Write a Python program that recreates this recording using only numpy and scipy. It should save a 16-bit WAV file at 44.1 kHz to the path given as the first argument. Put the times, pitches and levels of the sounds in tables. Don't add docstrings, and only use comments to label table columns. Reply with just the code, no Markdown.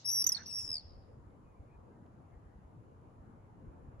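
import sys
import numpy as np
from scipy import signal
from scipy.io import wavfile
from scipy.ndimage import uniform_filter1d

SR = 44100
rng = np.random.default_rng(int(sys.argv[2]) if len(sys.argv) > 2 else 0)


def to_wav(s):
    ch = np.atleast_2d(s).T
    pcm = np.round(np.clip(ch, -1, 1) * 32767)
    wavfile.write(sys.argv[1], SR, pcm.astype(np.int16))


def boost_factor(decibels):
    exponent = np.asarray(decibels, float) / 20
    return 10 ** exponent


N = 176400

OPEN_DB_PER_KHZ = 9
SIDES = np.array([[.5], [-.5]])


def evened(x):
    return x / np.sqrt(np.mean(x ** 2) + 1e-20)


def read(points, hz):
    f, value = np.transpose(points)
    return np.interp(np.log(hz + 1), np.log(f + 1), value)


def along(points):
    s, value = np.transpose(points)
    return np.interp(np.arange(N) / SR, s, value)


def add(mix, s, sound):
    part = mix[:, round(s * SR):][:, :sound.shape[1]]
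    part += sound[:, :part.shape[1]]


def drift(count, size):
    return evened(uniform_filter1d(uniform_filter1d(rng.standard_normal(count), size), size))


def band_noise(order, band_hz, shape):
    band = signal.butter(order, band_hz, "bandpass", fs=SR, output="sos")
    return evened(signal.sosfilt(band, rng.standard_normal(shape)))


def air(tone, patchy_db, size):
    # f/Hz, correlation [-1..1]
    likeness = [(60, 0.67), (150, 0.87), (380, 0.56), (950, -0.23), (2380, 0.1), (5980, 0.03),
                (15000, 0.84)]
    # f/Hz, L-R level/dB
    balance = [(60, 0.5), (180, 2.5), (550, 1.5), (1650, 1.4), (4970, -1.5), (15000, -1)]
    frames, hz = 4 * N // size + 5, np.fft.rfftfreq(size, 1 / SR)
    a, b, c, d, patches = rng.standard_normal((frames, len(hz), 5)).T
    patches = uniform_filter1d(patches, size // 128, 0)
    patches = evened(uniform_filter1d(patches, 12288 // size, 1))

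    same = np.clip(read(likeness, hz), -1, 1)[:, None]
    tilt_db = read(balance, hz)[:, None] / 2
    left = a + 1j * b
    right = same * left + np.sqrt(1 - same ** 2) * (c + 1j * d)
    inside = ((hz >= tone[0][0]) & (hz <= tone[-1][0]))[:, None]
    z = np.array([left * boost_factor(tilt_db), right * boost_factor(-tilt_db)])
    z = z * boost_factor(read(tone, hz)[:, None] + patchy_db * patches) * inside
    return evened(signal.istft(z, nperseg=size, noverlap=3 * size // 4)[1][:, :N])


def earlier_calls():
    level_db, t60_s = -60, .3
    decay_db = level_db - 60 * np.arange(N) / SR / t60_s
    return band_noise(4, (3600, 6600), (2, N)) * boost_factor(decay_db)


def wing_rush():
    # t/s, level/dB
    rush = [(0, -69.5), (.3, -62), (.5, -68.5), (.75, -71), (1.1, -85.5)]
    # f/Hz, density/dB
    rush_tone = [(290, -50), (500, -23.5), (561, -17.5), (689, -1.5), (1500, -8.5), (4200, -14),
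                 (5460, -38), (9240, -120)]
    passing = np.arange(N) / SR < rush[-1][0]
    return air(rush_tone, patchy_db=4.0, size=1024) * boost_factor(along(rush)) * passing


def town():
    # f/Hz, density/dB
    town_tone = [(53, -31.5), (90, -3.5), (146, -8), (291, -13), (374, -16.5), (479, -16.5), (589, -20),
                 (984, -21), (3000, -48.5), (3900, -82), (6600, -120)]
    # t/s, level/dB
    swell = [(0, -8.5), (.3, -1), (2, 0), (3.3, 0.5), (3.75, 1.5), (4, 1)]
    return boost_factor(-58.5 + along(swell)) * air(town_tone, patchy_db=2.0, size=4096)


def far_engine():
    # f/Hz, level/dB
    drone = [
        (118, -66),
        (233, -76.5),
    ]
    out = np.zeros((2, N))
    for hz, db in drone:
        phase = 2 * np.pi * np.cumsum(hz * (1 + 0.044 * drift(N, size=3000))) / SR
        out = out + boost_factor(db + 3.0 * drift(N, size=2500) + 3 * SIDES) * np.sin(phase)
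    return out


def wind_rumble():
    # f/Hz, density/dB
    low_tone = [(8.8, -43.5), (15, -17), (54, -6.5), (110, -9.5), (140, -34.5), (240, -120)]
    # t/s, level/dB
    gusts = [(0, -103.5), (.5, -66.5), (.8, -60.5), (2, -67.5), (2.5, -69), (3.4, -64.5), (4, -58.5)]
    gust_db = 1.5 + along(gusts) + 2.0 * drift(N, size=1500)
    return air(low_tone, patchy_db=1.0, size=4096) * boost_factor(gust_db)


def hiss():
    # f/Hz, density/dB
    hiss_tone = [(1760, -31.5), (3000, -1.5), (5800, -6), (6950, -2.5), (8000, -8.5), (8580, -18),
                 (10100, -4), (12500, -21), (16000, -21.5)]
    return boost_factor(-89) * air(hiss_tone, patchy_db=-0.7, size=1024)


def songbird():
    # t/s, length/s, level/dB, start f/Hz, end f/Hz
    song = [(.03, .012, -70, 4100, 3900), (.093, .012, -63, 4000, 3600), (.098, .01, -66, 2850, 2700),
            (1.43, .12, -88, 2500, 2450), (1.55, .05, -87, 2350, 2300), (1.67, .11, -83, 2350, 2450),
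            (1.91, .06, -88, 2100, 2000), (2.3, .07, -87, 2120, 2100), (2.31, .08, -84, 1850, 1870),
            (2, .06, -89, 2000, 1950), (1.94, .06, -88, 1850, 1800)]
    out = np.zeros((2, N))
    for s, length_s, db, from_hz, to_hz in song:
        u = np.linspace(0, 1, round(length_s * SR))
        hz = from_hz + (to_hz - from_hz) * u + 70 * drift(9000, size=90)[:len(u)]
        flicker_db = 1.5 * drift(9000, size=300)[:len(u)]
        phase = 2 * np.pi * np.cumsum(hz) / SR + np.array([[0], [.7]])
        add(out, s, boost_factor(db + 6 + flicker_db) * np.sin(np.pi * u) * np.sin(phase))
    return out


def whistle(hz, env, pan_db, half_db, voice, calm_hz):
    half_levels_db = (-7.5, 2, -18.5)
    half_leads_rad = (.5, 1.9, 1.6)
    octave_db, third_db, octave_lead_rad = voice
    count = len(hz)
    phase = 2 * np.pi * np.cumsum(hz) / SR
    tone = env * boost_factor(SIDES * pan_db) * np.sin(phase + SIDES * 1.47)

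    open_db = OPEN_DB_PER_KHZ * np.minimum(hz / 1000 - 5.3, 0)
    high_db = 22 * np.maximum(calm_hz / 1000 - 6.1, 0)
    overtone_env = env * boost_factor(open_db - high_db)
    octave_blur = .6 * drift(2000 + count, size=64)[:count]
    third_blur = .55 * drift(2000 + count, size=24)[:count]
    octave = np.sin(2 * phase + SIDES * octave_lead_rad + octave_blur)
    third = np.sin(3 * phase + SIDES * .6 + third_blur)
    tone = tone + overtone_env * (boost_factor(octave_db) * octave + boost_factor(third_db) * third)

    waver_rad = .3 * drift(4000 + count, size=120)[:count]
    calm = 2 * np.pi * np.cumsum(calm_hz) / SR
    for k, (db, lead_rad) in enumerate(zip(half_levels_db, half_leads_rad)):
        partial = np.sin((k + .5) * calm + (1 + k) * waver_rad + SIDES * lead_rad)
        tone = tone + env * boost_factor(half_db + db) * partial
    return tone


def scream(rows, voice):
    s, *cols = np.transpose(rows)
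    t = np.arange(s[0], s[-1], 1 / SR)
    db, hz, pan_db, depth, half_db = (np.interp(t, s, c) for c in cols)
    first_hz, last_hz, breath_db = voice[3:]

    buzz_hz = np.linspace(first_hz, last_hz, len(t)) * (1 + .09 * drift(len(t), size=300))
    buzz = 2 * np.pi * np.cumsum(buzz_hz) / SR
    depth = np.clip(depth, 0, 1)
    pulse = .8 * np.cos(buzz) + .3 * np.cos(2 * buzz + 1.1 * drift(len(t), size=500))
    shimmer_db = 1.9 * drift(len(t), size=200)
    env = boost_factor(db + 4.5 + shimmer_db) * (1 + depth * pulse) / np.sqrt(1 + depth ** 2 / 2)
    env = env * np.clip(np.minimum(t - s[0], s[-1] - t) / 0.001, 0, 1)

    fluttered_hz = hz + 130 * np.sin(buzz + 0.4) + 50 * drift(len(t), size=60)
    calm_hz = hz + .6 * (fluttered_hz - hz)
    growth_db = np.linspace(-36, 0, len(t))
    breath = band_noise(4, (6100, 8300), (2, len(t))) * env * boost_factor(breath_db + growth_db)
    return s[0], whistle(fluttered_hz, env, pan_db, half_db, voice[:3], calm_hz) + breath


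def trill_note(row, manner, voice):
    s, db, hz, pan_db, length_s = row
    glide_hz, jitter_hz, half_db, rasp_db, rise_s = manner
    hold_s, fade_db_per_s = .005, 1200
    u = np.linspace(0, 1, round(max(length_s, .003) * SR))
    ends = np.clip(np.minimum(u, 1 - u) * length_s / rise_s, 0, 1) ** 1.4
    fade_db = -fade_db_per_s * np.maximum(u * length_s - hold_s, 0) * (length_s > .01)
    env = boost_factor(db) * ends * boost_factor(fade_db)

    bend_hz = hz + glide_hz * (u - .5) + jitter_hz * drift(2000, size=20)[:len(u)]
    rasp_db = rasp_db + OPEN_DB_PER_KHZ * min(hz / 1000 - 5.5, 0)
    rasp = band_noise(3, (4600, 8200), 2000)[-len(u):] * boost_factor(rasp_db) * env
    tone = whistle(bend_hz, env, pan_db, half_db - 12 * (1 - u), voice, bend_hz)
    return s - .001, tone + rasp * boost_factor(SIDES * pan_db)


def first_swift():
    # t/s, level/dB, f/Hz, L-R level/dB, buzz depth [0..1], half-pitch level/dB
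    scream_rows = [
        (.044, -55.5, 4960, 5, .3, -59.5),
        (.057, -39, 5530, 5, 0, -68),
        (.09, -35.5, 5480, 7.5, 0.62, -72),
        (.125, -34, 5714, 2, 0.7, -72),
        (.15, -34, 5633, -3, .75, -70),
        (.222, -31.5, 5440, 0.5, 0.74, -52),
        (.228, -45.5, 4940, 5, 0.5, -48),
    ]
    # octave/dB, third/dB, octave lead/rad, first buzz/Hz, last buzz/Hz, breath/dB
    scream_voice = (-11.5, -28.5, 1.0, 277.5, 241.5, -46)
    # t/s, peak/dB, f/Hz, L-R level/dB, length/s
    trill_rows = [
        (0.2408, -33, 4900, -1.5, 0.0037),
        (0.242, -25.5, 5740, -3.5, 0.0065),
        (0.2658, -19, 5977, -4, 0.0084),
        (0.2745, -30, 6800, -10.5, 0.0045),
        (0.291, -34, 7450, -7.5, 0.0024),
        (0.2913, -23.5, 5817, -6, 0.0076),
        (0.3197, -24, 5420, -2.5, 0.017),
        (0.348, -37, 4460, -21.5, .013),
        (0.367, -42, 4250, 18, 0.016),
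        (0.374, -42.5, 3710, -4, 0.0053),
    ]
    # glide/Hz, jitter/Hz, half-pitch/dB, rasp/dB, rise/s
    trill_manner = (198.5, 50, -39, -25, .0015)
    # octave/dB, third/dB, octave lead/rad
    trill_voice = (-10.5, -49, 1.3)
    out = np.zeros((2, N))
    add(out, *scream(scream_rows, scream_voice))
    for row in trill_rows:
        add(out, *trill_note(row, trill_manner, trill_voice))
    return out


def tail(t60_s, start_s, share):
    t = np.arange(SR) / SR
    signs = rng.choice([-1., 1.], (2, SR))
    struck = rng.random((2, SR)) < share
    reflections = signs * struck * boost_factor(-60 * t / t60_s) * (t > start_s)
    return reflections / np.linalg.norm(reflections[0])


def with_echoes(calls):
    # delay/s, left level/dB, right level/dB
    wall = [
        (.0021, -19.5, -23.5),
        (.0047, -18, -14.5),
    ]
    near_db, street_db, houses_db, houses_s = -13.5, -18, -31, .165
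    out = calls.copy()
    for delay_s, left_db, right_db in wall:
        add(out, delay_s, calls[::-1] * boost_factor(np.array([[left_db], [right_db]])))
    street = tail(.65, .02, share=.006)
    street[:, round(houses_s * SR)] += boost_factor(houses_db - street_db)
    dull_street = signal.sosfilt(signal.butter(4, 5600, fs=SR, output="sos"), street)
    room = boost_factor(near_db) * tail(.1, .003, share=.06) + boost_factor(street_db) * dull_street
    return out + signal.fftconvolve(calls, room, axes=1)[:, :N]


def treble_spill():
    start_s, length_s, level_db = .2645, .009, -58.5
    out = np.zeros((2, N))
    burst = band_noise(4, (12500, 16000), (2, 2000))[:, -round(length_s * SR):]
    add(out, start_s, boost_factor(level_db) * burst)
    return out


def wing_whoosh():
    peak_s, spread_s, level_db, centre_hz, width_hz = 0.4005, 0.022, -55.5, 1677, 410
    t = np.arange(N) / SR
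    band_hz = (centre_hz - width_hz / 2, centre_hz + width_hz / 2)
    band = signal.butter(2, band_hz, "bandpass", fs=SR, output="sos")
    a, b = rng.standard_normal((2, N))
    hollow = evened(signal.sosfilt(band, np.array([a + 0.37 * b, a - 0.45 * b])))
    bump = np.exp(-.5 * ((t - peak_s) / spread_s) ** 2)
    return hollow * boost_factor(level_db - 3 * SIDES) * bump


def second_swift():
    # t/s, level/dB, f/Hz, L-R level/dB, buzz depth [0..1], half-pitch level/dB
    scream_rows = [
        (.461, -47, 4950, 5, 0.27, -44),
        (.472, -53.5, 5815, -2, .3, -24),
        (.49, -49, 5600, 6, 0.13, -33),
        (.511, -49.5, 5310, 13, 0.16, -7),
        (.53, -42, 5460, 2, 0.13, -30),
        (.572, -40, 5506, -5, .35, -42),
        (.595, -41.5, 5430, -2, 0.37, -18),
        (.65, -47, 5380, 10, 0.78, -41),
        (.672, -50, 5310, 6, .8, -21),
    ]
    # octave/dB, third/dB, octave lead/rad, first buzz/Hz, last buzz/Hz, breath/dB
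    scream_voice = (-18, -31, .6, 258.5, 244.5, -17)
    # t/s, peak/dB, f/Hz
    trill_rows = [(.677, -33, 5220), (0.69, -32.5, 5270), (.702, -29, 5310), (0.715, -28.5, 5220),
                  (0.7282, -28.5, 5120), (0.7407, -28, 5034), (.754, -28.5, 4900), (.767, -31.5, 4653),
                  (0.78, -35, 4544), (0.795, -45.5, 4440), (0.808, -60, 4050), (0.817, -70, 3700)]
    # glide/Hz, jitter/Hz, half-pitch/dB, rasp/dB, rise/s
    trill_manner = (-120, 35, -22, -33, .0028)
    # octave/dB, third/dB, octave lead/rad
    trill_voice = (-18.5, -39, 1)
    pan_db, note_s = 1, 0.0067
    out = np.zeros((2, N))
    add(out, *scream(scream_rows, scream_voice))
    for row in trill_rows:
        add(out, *trill_note((*row, pan_db, note_s), trill_manner, trill_voice))
    return out


def wind_puffs():
    # t/s, level/dB
    thumps = [(0.689, -52), (0.837, -46), (1.189, -53), (1.587, -42), (2.349, -44.5), (2.449, -44),
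              (2.547, -45.5), (2.639, -44), (3.188, -46.5), (3.669, -39.5), (3.867, -43), (3.969, -45.5)]
    out = np.zeros((2, N))
    for (s, db), (pitch, lead_rad) in zip(thumps, rng.uniform(-0.28, 1, (len(thumps), 2))):
        puff_hz = 62.4 * (1 + .2 * pitch)
        u = np.linspace(0, 1, round(2.53 / puff_hz * SR))
        cycles = np.sin(2 * np.pi * 2.48 * u + SIDES / 2 * lead_rad)
        add(out, s, boost_factor(db - 2.5) * np.sin(np.pi * u) ** 2 * cycles)
    return out


def far_taps():
    # t/s, level/dB
    ticks = [
        (1.305, -82),
        (2.064, -80),
        (3.994, -70),
    ]
    out = np.zeros((2, N))
    for s, db in ticks:
        decay_db = db - 60 * np.arange(900) / SR / 0.026
        add(out, s, boost_factor(decay_db) * band_noise(2, (1300, 4000), (1, 900)))
    return out


def vehicle_note():
    # t/s, length/s, f/Hz, level/dB
    honk = [
        (3.61, .16, 360, -66),
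    ]
    s, length_s, hz, db = honk[0]
    t = np.arange(N) / SR
    beats = np.sin(2 * np.pi * np.clip((t - s) / length_s, 0, 1))
    phase = 2 * np.pi * np.cumsum(hz + 12 * drift(N, size=900)) / SR
    return boost_factor(db) * beats * np.sin(phase)


def scene():
    birds = with_echoes(first_swift() + second_swift()) + earlier_calls() + treble_spill() + songbird()
    flight = wing_rush() + wing_whoosh()
    street = town() + far_engine() + vehicle_note() + far_taps()
    return birds + flight + street + wind_rumble() + wind_puffs() + hiss()


def masked(x):
    # f/Hz, level under call/dB
    threshold = [(3000, -46), (4000, -50), (6500, -40), (9000, -40), (13000, -43), (16000, -50)]
    mid_side = np.array([x[0] + x[1], x[0] - x[1]]) / 2
    hz, _, z = signal.stft(mid_side, SR, nperseg=512, noverlap=384)
    power = uniform_filter1d(uniform_filter1d(abs(z) ** 2, size=6, axis=1), size=5, axis=2)
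    call = power[:, hz > 4000].max(axis=(0, 1))
    audible = power > call * boost_factor(2 * read(threshold, hz))[:, None]
    keep = audible | (hz < threshold[0][0])[:, None]
    gate = uniform_filter1d(keep * 1., size=3, axis=2)
    mid, side = signal.istft(z * gate, SR, nperseg=512, noverlap=384)[1][:, :N]
    return np.array([mid + side, mid - side])


def band_limit(x):
    return signal.sosfilt(signal.butter(12, 16780, fs=SR, output="sos"), x)


def record(dry):
    edge = signal.firwin(511, 15900, window=("kaiser", 9), fs=SR)
    mix = masked(signal.oaconvolve(dry, edge[None], "same"))
    return band_limit(mix)


dry = scene()
out = record(dry)
to_wav(out)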